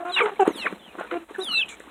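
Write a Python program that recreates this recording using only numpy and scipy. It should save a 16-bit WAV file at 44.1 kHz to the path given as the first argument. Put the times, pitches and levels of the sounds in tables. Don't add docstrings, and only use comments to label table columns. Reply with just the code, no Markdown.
import sys
import numpy as np
from scipy import signal
from scipy.fft import rfft, irfft, next_fast_len
from scipy.io import wavfile
from scipy.ndimage import uniform_filter1d

SR = 44100
rng = np.random.default_rng(int(sys.argv[2]) if len(sys.argv) > 2 else 0)


def dump_mix(stems):
    frames = np.atleast_2d(stems).T
    limited = np.clip(frames, -1, 1)
    pcm = np.round(limited * 32767).astype(np.int16)
    wavfile.write(sys.argv[1], SR, pcm)


def volts_from_decibels(level):
    exponent = np.asarray(level, float) / 20
    return 10 ** exponent


N = 83790

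# t/s, f/Hz, level/dB after the microphone
PEEP1_LOW = [(.095, 3824, -43), (.11, 3560, -48.5), (.155, 2938, -36), (.17, 2833, -15.5),
             (.187, 2566, -21.5), (.2, 1942, -23), (.208, 1227, -9), (.232, 1074, -41.5)]
PEEP1_HIGH = [(0.091, 4760, -84), (0.109, 4550, -77), (.125, 4120, -41), (0.144, 3853, -27),
              (0.155, 3720, -28), (0.167, 3220, -70)]
PEEP2_LOW = [(0.531, 4020, -52), (0.566, 3512, -41), (0.593, 2950, -40), (.645, 2552, -34.5),
             (0.658, 2408, -34.5), (0.667, 1648, -8), (0.672, 1083, -28.5), (.685, 1276, -37)]
PEEP2_HIGH = [(.485, 6800, -53.5), (0.538, 5690, -65.5), (.565, 4800, -68.5), (0.597, 4240, -39.5),
              (0.611, 3930, -40), (0.626, 3400, -43), (0.632, 2800, -50)]
PEEP3_LOW = [(1.385, 3255, -65), (1.418, 3925, -33.5), (1.452, 3560, -36.5), (1.49, 3047, -30.5),
             (1.55, 2711, -27.5), (1.598, 2654, -21.5), (1.613, 2584, -27)]
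PEEP3_HIGH = [(1.4, 5947, -57), (1.418, 5430, -65), (1.436, 4920, -55), (1.452, 4856, -58),
              (1.48, 4520, -53.5), (1.529, 4147, -33), (1.57, 4038, -24.5), (1.611, 3410, -28.5),
              (1.63, 2602, -9.5), (1.654, 2240, -88)]
# start t/s, length/s, rate f/Hz, depth/0-1
FLUTTER = [
    (0.162, 0.059, 689, 0.67),
    (0.616, 0.032, 650, 1),
    (1.51, 0.081, 234, 0.45),
]
PEEP_RICHNESS = [-0.5, 4, -2]
VOICE_OVERTONES = [
    [-15, -26, -19],
    [-10, -22, -50],
]
# times low, times high, level/dB
SUM_TONES = [(0.81, 1, -21), (2, 1.1, -21.5), (1.1, 2, -16)]
# f/Hz, level/dB
BEAK = [(2500, 12), (3300, -2), (10800, -1), (13000, -12)]
# start t/s, length/s,
# level/dB, first f/Hz, last f/Hz
FAINT_WHISTLES = [(.355, 0.02, -47, 1970, 2500), (.495, .031, -45, 1570, 2230), (1.009, 0.05, -40, 1420, 1468),
                  (1.344, 0.02, -35, 1783, 1610), (1.422, 0.027, -33, 6900, 5100), (0.79, 0.06, -50, 3560, 3380),
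                  (.81, .05, -53, 3150, 2950), (.845, .055, -51, 3350, 2750), (.885, .05, -53, 2550, 2380),
                  (1.075, .035, -50, 2550, 2400), (1.483, 0.0337, -40.5, 1360, 1100),
                  (1.507, 0.045, -42, 1080, 1300), (1.512, .035, -40.5, 1200, 1520),
                  (1.591, 0.024, -43, 1770, 1600), (1.654, 0.051, -44.5, 3010, 2696),
                  (1.691, 0.057, -42.5, 2450, 2270), (1.871, 0.0217, -49.5, 860, 1500)]
# start t/s, length/s, level/dB, first f/Hz, last f/Hz
CLUCKS = [(-.01, 0.048, -38, 368, 346), (0.047, 0.064, -37.5, 334.3, 357.5),
          (0.111, 0.091, -44, 365, 374.4), (0.206, 0.022, -22.5, 453, 466.4),
          (0.227, 0.069, -22, 442.3, 420.4), (0.312, .025, -39.5, 400, 396),
          (0.393, 0.039, -19, 480, 379.1), (0.981, 0.033, -37, 362.6, 355.6),
          (1.116, 0.058, -31.5, 349.5, 346.3), (1.111, 0.031, -33.5, 473, 503),
          (1.168, 0.072, -44, 340.6, 333.3), (1.381, 0.051, -25, 389.3, 374.7)]
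# octave level/dB, upper partials level/dB, beak ring level/dB, fade/(dB per s)
HEN_VOICES = [(6, -3, -15, -100), (5.5, 6.5, 6, -14), (-29, 3, 13, -43), (-13.5, -10, -6, -6),
              (-7.5, -7.5, -10, -120), (-5, -5, -7, -47), (4, -7.5, 11.5, 15), (-10, 3.5, -4, -46),
              (-7, -10.5, 13, 87), (-11, -21, 5, -34), (-13, -6.5, 5.5, -38), (-12, -10, -1, -200)]
HOARSENESS = [.3, .07, .3, .3, .35, .3, .06, .25, .12, 0, .3, .12]
# f/Hz, level/dB
THROAT = [(400, -20.5), (1100, -7.5), (1450, -5.5), (2000, -20.5), (2700, -16.5), (4000, -32.5),
          (7500, -24.5), (12000, -36)]
# t/s, peak level/dB, ring f/Hz
KNOCKS = [(0.4772, -6.5, 364), (0.489, -24.5, 340), (0.504, -23.5, 333), (0.557, -30, 334),
          (0.725, -25, 362), (0.728, -33.5, 190), (0.762, -43, 222), (0.806, -49, 245), (.864, -37, 780),
          (0.877, -43.5, 202), (0.95, -36, 325), (1.010, -18, 616), (1.309, -32, 392), (1.444, -43, 264),
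          (1.491, -37, 245), (1.512, -39, 235), (1.663, -43, 318), (1.802, -36, 472), (1.874, -40, 297)]
# t/s, peak level/dB, centre f/Hz
TICKS = [(.0538, -45, 8600), (0.4755, -21.5, 8750), (0.663, -39, 8800), (.725, -31, 1610),
         (0.944, -34.5, 1010), (0.9992, -35.5, 7800), (1.361, -41, 7450), (1.3839, -32, 10500),
         (1.446, -23, 11000), (1.541, -40, 12100), (1.689, -26, 8200), (1.724, -29.5, 1420),
         (1.798, -31, 8000), (1.803, -32, 1680)]
# start t/s, length/s, level/dB, centre f/Hz
SCUFFLES = [(0.162, 0.084, -20, 1320), (0.253, 0.067, -24.5, 1060), (0.45, 0.066, -20, 750),
            (0.97, 0.047, -39, 376), (0.641, 0.073, -28, 1380), (0.95, 0.02, -39.5, 800),
            (0.986, 0.12, -35, 1210), (1.106, 0.076, -31, 1510), (1.287, 0.049, -38, 930),
            (1.683, 0.056, -32.5, 2950), (1.036, 0.046, -39, 480), (-.01, 0.027, -29, 1100),
            (.645, 0.054, -29.5, 474), (1.793, 0.053, -50, 3800), (0.887, 0.013, -43, 360)]
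# start t/s, length/s, level/dB, centre f/Hz
RUSTLES = [(0.115, 0.13, -31.5, 8450), (.225, 0.042, -30, 8200), (0.402, .042, -30, 7160),
           (0.449, 0.067, -37, 8560), (0.552, 0.11, -32, 8650), (1.389, 0.044, -31, 8750),
           (1.554, 0.067, -33.5, 10300), (1.682, 0.079, -25.5, 7100), (1.657, 0.017, -39, 7670),
           (1.796, 0.068, -42.5, 7870)]
# f/Hz, level/dB per Hz
FLOCK = [(71, -52), (120, -6), (182, -4.5), (2120, -8.5), (3170, -16.5), (4200, -49), (5460, -77),
         (9240, -120)]
# t/s, level/dB
BUSTLE = [(0, -54.5), (.37, -45), (.6, -39.5), (0.731, -40.5), (0.79, -49.5), (1.2, -45.5), (1.267, -58.5),
          (1.3, -49.5), (1.45, -42.5), (1.9, -49.5)]
# f/Hz, level/dB
MICROPHONE = [(120, -20.5), (160, -2), (250, 2), (4050, -5), (4400, -28), (4700, -48), (5350, -27),
              (7000, -17.5), (10000, -17), (12500, -25.5)]


def curve(points, hz):
    p = np.array(points, float)
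    return np.interp(np.log(np.maximum(hz, 1)), np.log(p[:, 0]), p[:, 1])


def colour(x, points):
    n = next_fast_len(N + 4096)
    hz = np.arange(n // 2 + 1) * SR / n
    return irfft(rfft(x, n) * volts_from_decibels(curve(points, hz)), n)[:N]


def unit(x):
    return x / np.sqrt(np.mean(x ** 2))


def walk(rate):
    k = int(SR / rate)
    return unit(uniform_filter1d(uniform_filter1d(rng.standard_normal(N), k), k))


def gate(start, length, edge):
    t = np.arange(N) / SR
    inside = np.minimum(t - start, start + length - t)
    return np.sin(np.pi / 2 * np.clip(inside / edge, 0, 1)) ** 2


def band(x, hz, q):
    return signal.lfilter(*signal.iirpeak(min(hz, SR / 3), q, SR), x)


def double_band(x, hz, q):
    return band(band(x, hz, q), hz, q)


def track(rows):
    r, t = np.array(rows, float), np.arange(N) / SR
    hz, db = [np.interp(t, r[:, 0], column) for column in r.T[1:]]
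    return hz, db, gate(r[0, 0], r[-1, 0] - r[0, 0], 0.0027)


def whistle(hz, gain, overtones_db=(), rough=1):
    wobble, roughness = rough * .007, rough * .17
    phase = 2 * np.pi * np.cumsum(hz * (1 + wobble * walk(88))) / SR
    glide = uniform_filter1d(np.abs(np.gradient(hz)) * SR, size=200) / 52000
    upper = 0
    for k, db in enumerate(overtones_db, 2):
        patchy = volts_from_decibels(db + curve(BEAK, k * hz) + 4.5 * walk(38)) * (1 + .5 * walk(200))
        smother = np.where(k * hz < 2700, 1, 1 / (1 + glide ** 4))
        smother = np.where(k * hz < 2700, smother, 1 / (1 + glide ** 4))
        upper = upper + patchy * np.sin(k * phase) * smother * (k * hz < SR / 2.2)
    relative = (gain / 0.041 + 0.075) ** -.4
    return np.sqrt(2) * gain * (1 + roughness * walk(250)) * (np.sin(phase) + relative * upper), phase


def sum_tones(low_gain, low_phase, high_gain, high_phase, rich_db):
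    tones = 0
    for m, n, db in SUM_TONES:
        patchy = volts_from_decibels(db + rich_db + 4.5 * walk(36)) * (1 + .4 * walk(250))
        tones = tones + patchy * np.sin(m * low_phase + n * high_phase)
    return (low_gain * high_gain) ** 0.47 * tones


def peeps():
    out = 0
    pairs = (PEEP1_LOW, PEEP1_HIGH), (PEEP2_LOW, PEEP2_HIGH), (PEEP3_LOW, PEEP3_HIGH)
    for rich_db, pair, (start, length, rate_hz, depth) in zip(PEEP_RICHNESS, pairs, FLUTTER):
        flutter_phase = 2 * np.pi * np.cumsum(rate_hz * (1 + 0.18 * walk(119))) / SR
        shake = depth * gate(start, length, 0.011) * np.sin(flutter_phase)
        voices = []
        for rows, overtones_db in zip(pair, VOICE_OVERTONES):
            hz, db, on = track(rows)
            gain = on * volts_from_decibels(np.minimum(db - curve(MICROPHONE, hz), -18))
            voices.append((gain, *whistle(hz, gain, np.add(overtones_db, rich_db))))
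        (low_gain, low, low_phase), (high_gain, high, high_phase) = voices
        out = out + sum_tones(low_gain, low_phase, high_gain, high_phase, rich_db)
        if rate_hz < 400:
            air = low + high * (1 + shake)
        else:
            air = (low + high) * (1 + shake + shake ** 2)
        size = np.sqrt(uniform_filter1d(air ** 2, 800) + 1e-6)
        out = out + air + 0.054 * 0.35 * air ** 2 / size
    return out


def faint_whistles():
    out, t = 0, np.arange(N) / SR
    for start, length, db, first_hz, last_hz in FAINT_WHISTLES:
        hz = np.interp(t, [start, start + length], [first_hz, last_hz])
        out = out + whistle(hz, volts_from_decibels(db) * gate(start, length, 0.084 * length), rough=3.2)[0]
    return out


def clucks():
    out, t = 0, np.arange(N) / SR
    attack_s, release_s, settle = 0.007, .005, 4.9
    for call, voice, rough in zip(CLUCKS, HEN_VOICES, HOARSENESS):
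        start, length, db, first_hz, last_hz = call
        octave_db, upper_db, beak_db, fade_db = voice
        u = np.clip((t - start) / length, 0, 1)
        hz = last_hz + (first_hz - last_hz) * np.exp(-settle * u)
        attack = np.clip((t - start) / attack_s, 0, 1)
        release = np.exp(-np.maximum(t - start - length, 0) / release_s)
        on = attack * release * volts_from_decibels(db + fade_db * u * length)
        phase = 2 * np.pi * np.cumsum(hz * (1 + 0.0293 * rough * walk(250))) / SR
        shaky = [1 + rough * walk(150), 1 + 2 * rough * walk(190),
                 .5 + 3 * rough * walk(270), 0.11 + walk(350)]
        upper = 0
        for k in range(3, 30):
            beak_ring_db = beak_db * np.exp(-((k * last_hz - 2550) / 510) ** 2)
            level = volts_from_decibels(curve(THROAT, k * last_hz) + beak_ring_db)
            upper = upper + level * shaky[1 + (k > 4) + (k > 11)] * np.sin(k * phase + 1.3 * k * k)
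        breath = unit(colour(rng.standard_normal(N), THROAT)) * (1 + np.cos(phase)) * (rough + 0.22)
        fundamental = shaky[0] * np.sin(phase)
        octave = volts_from_decibels(octave_db) * shaky[1] * np.sin(2 * phase + 3.54)
        out = out + np.sqrt(2) * on * (fundamental + octave + volts_from_decibels(upper_db) * (upper + breath))
    return out


def knocks():
    out, t = np.zeros(N + 4096), np.arange(4096) / SR
    for s, db, hz in KNOCKS:
        u = t * hz / 0.42
        thump = 2 * u ** 2 * np.exp(-u) * np.sin(2 * np.pi * hz * t)
        grit_tail = volts_from_decibels(-8.5) * band(rng.standard_normal(4096), 1500, 0.58) * np.exp(-t / 0.0052)
        out[int(s * SR):int(s * SR) + 4096] += volts_from_decibels(db) * (thump + grit_tail)
    return out[:N]


def claw_ticks():
    out, t = np.zeros(N + 4096), np.arange(4096) / SR
    for s, db, hz in TICKS:
        burst = rng.standard_normal(4096) * np.exp(-t / 0.0027)
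        out[int(s * SR):int(s * SR) + 4096] += volts_from_decibels(db) * 4 * double_band(burst, hz, 1.6)
    return out[:N]


def grit():
    return unit(rng.standard_normal(N) * volts_from_decibels(3 * walk(300) + 2.3 * walk(110)))


def scuffles():
    out, t = 0, np.arange(N) / SR
    for s, length, db, hz in SCUFFLES:
        fade = volts_from_decibels(db - 15 * np.clip((t - s) / length, 0, 1))
        shape = gate(s, 1.09 * length, .5 * length) ** 0.17 * np.clip((t - s) / 0.0013, 0, 1)
        out = out + fade * shape * unit(band(band(grit(), hz, 1.0), hz, 0.79))
    return out


def rustles():
    out, t = 0, np.arange(N) / SR
    for s, length, db, hz in RUSTLES:
        fade = volts_from_decibels(db - 11 * np.clip((t - s) / length, 0, 1))
        hiss = unit(double_band(grit() + rng.standard_normal(N), hz, 3.2))
        out = out + fade * gate(s, length, 0.16 * length) * hiss
    return out


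def flock():
    bed, rows = 0, np.array(BUSTLE)
    for hz in 170 * 2 ** np.arange(0, 4.7, .5):
        bed = bed + band(grit(), hz, 0.84) * volts_from_decibels(curve(FLOCK, hz) + 1.68 * walk(15.0))
    air = volts_from_decibels(-2) * unit(band(grit(), 11000, 1.0))
    return (unit(bed) + air) * volts_from_decibels(np.interp(np.arange(N) / SR, rows[:, 0], rows[:, 1]))


def scene():
    birds = peeps() + faint_whistles() + clucks()
    near = birds + knocks() + claw_ticks() + scuffles() + rustles() + flock()
    t = np.arange(8000) / SR
    tail = rng.standard_normal(8000) * volts_from_decibels(-60 * t / 0.086) * (t > .004)
    room = signal.fftconvolve(near, tail / np.sqrt(np.sum(tail ** 2)))[:N]
    return (near + volts_from_decibels(-13) * room)[None]


def band_limit(x):
    return signal.sosfilt(signal.butter(12, 15730, fs=SR, output="sos"), x)


def record(dry):
    hum = volts_from_decibels(-67) * unit(double_band(rng.standard_normal(N), 59.8, 1.8))
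    hiss_colour = [(4200, -12.5), (5200, -11.5), (8000, 2), (15000, -7)]  # f/Hz, level/dB
    hiss = volts_from_decibels(-67.5) * unit(colour(rng.standard_normal(N), hiss_colour))
    mix = (colour(dry[0], MICROPHONE) + hum + hiss)[None]
    return band_limit(mix)


dry = scene()
out = record(dry)
dump_mix(out)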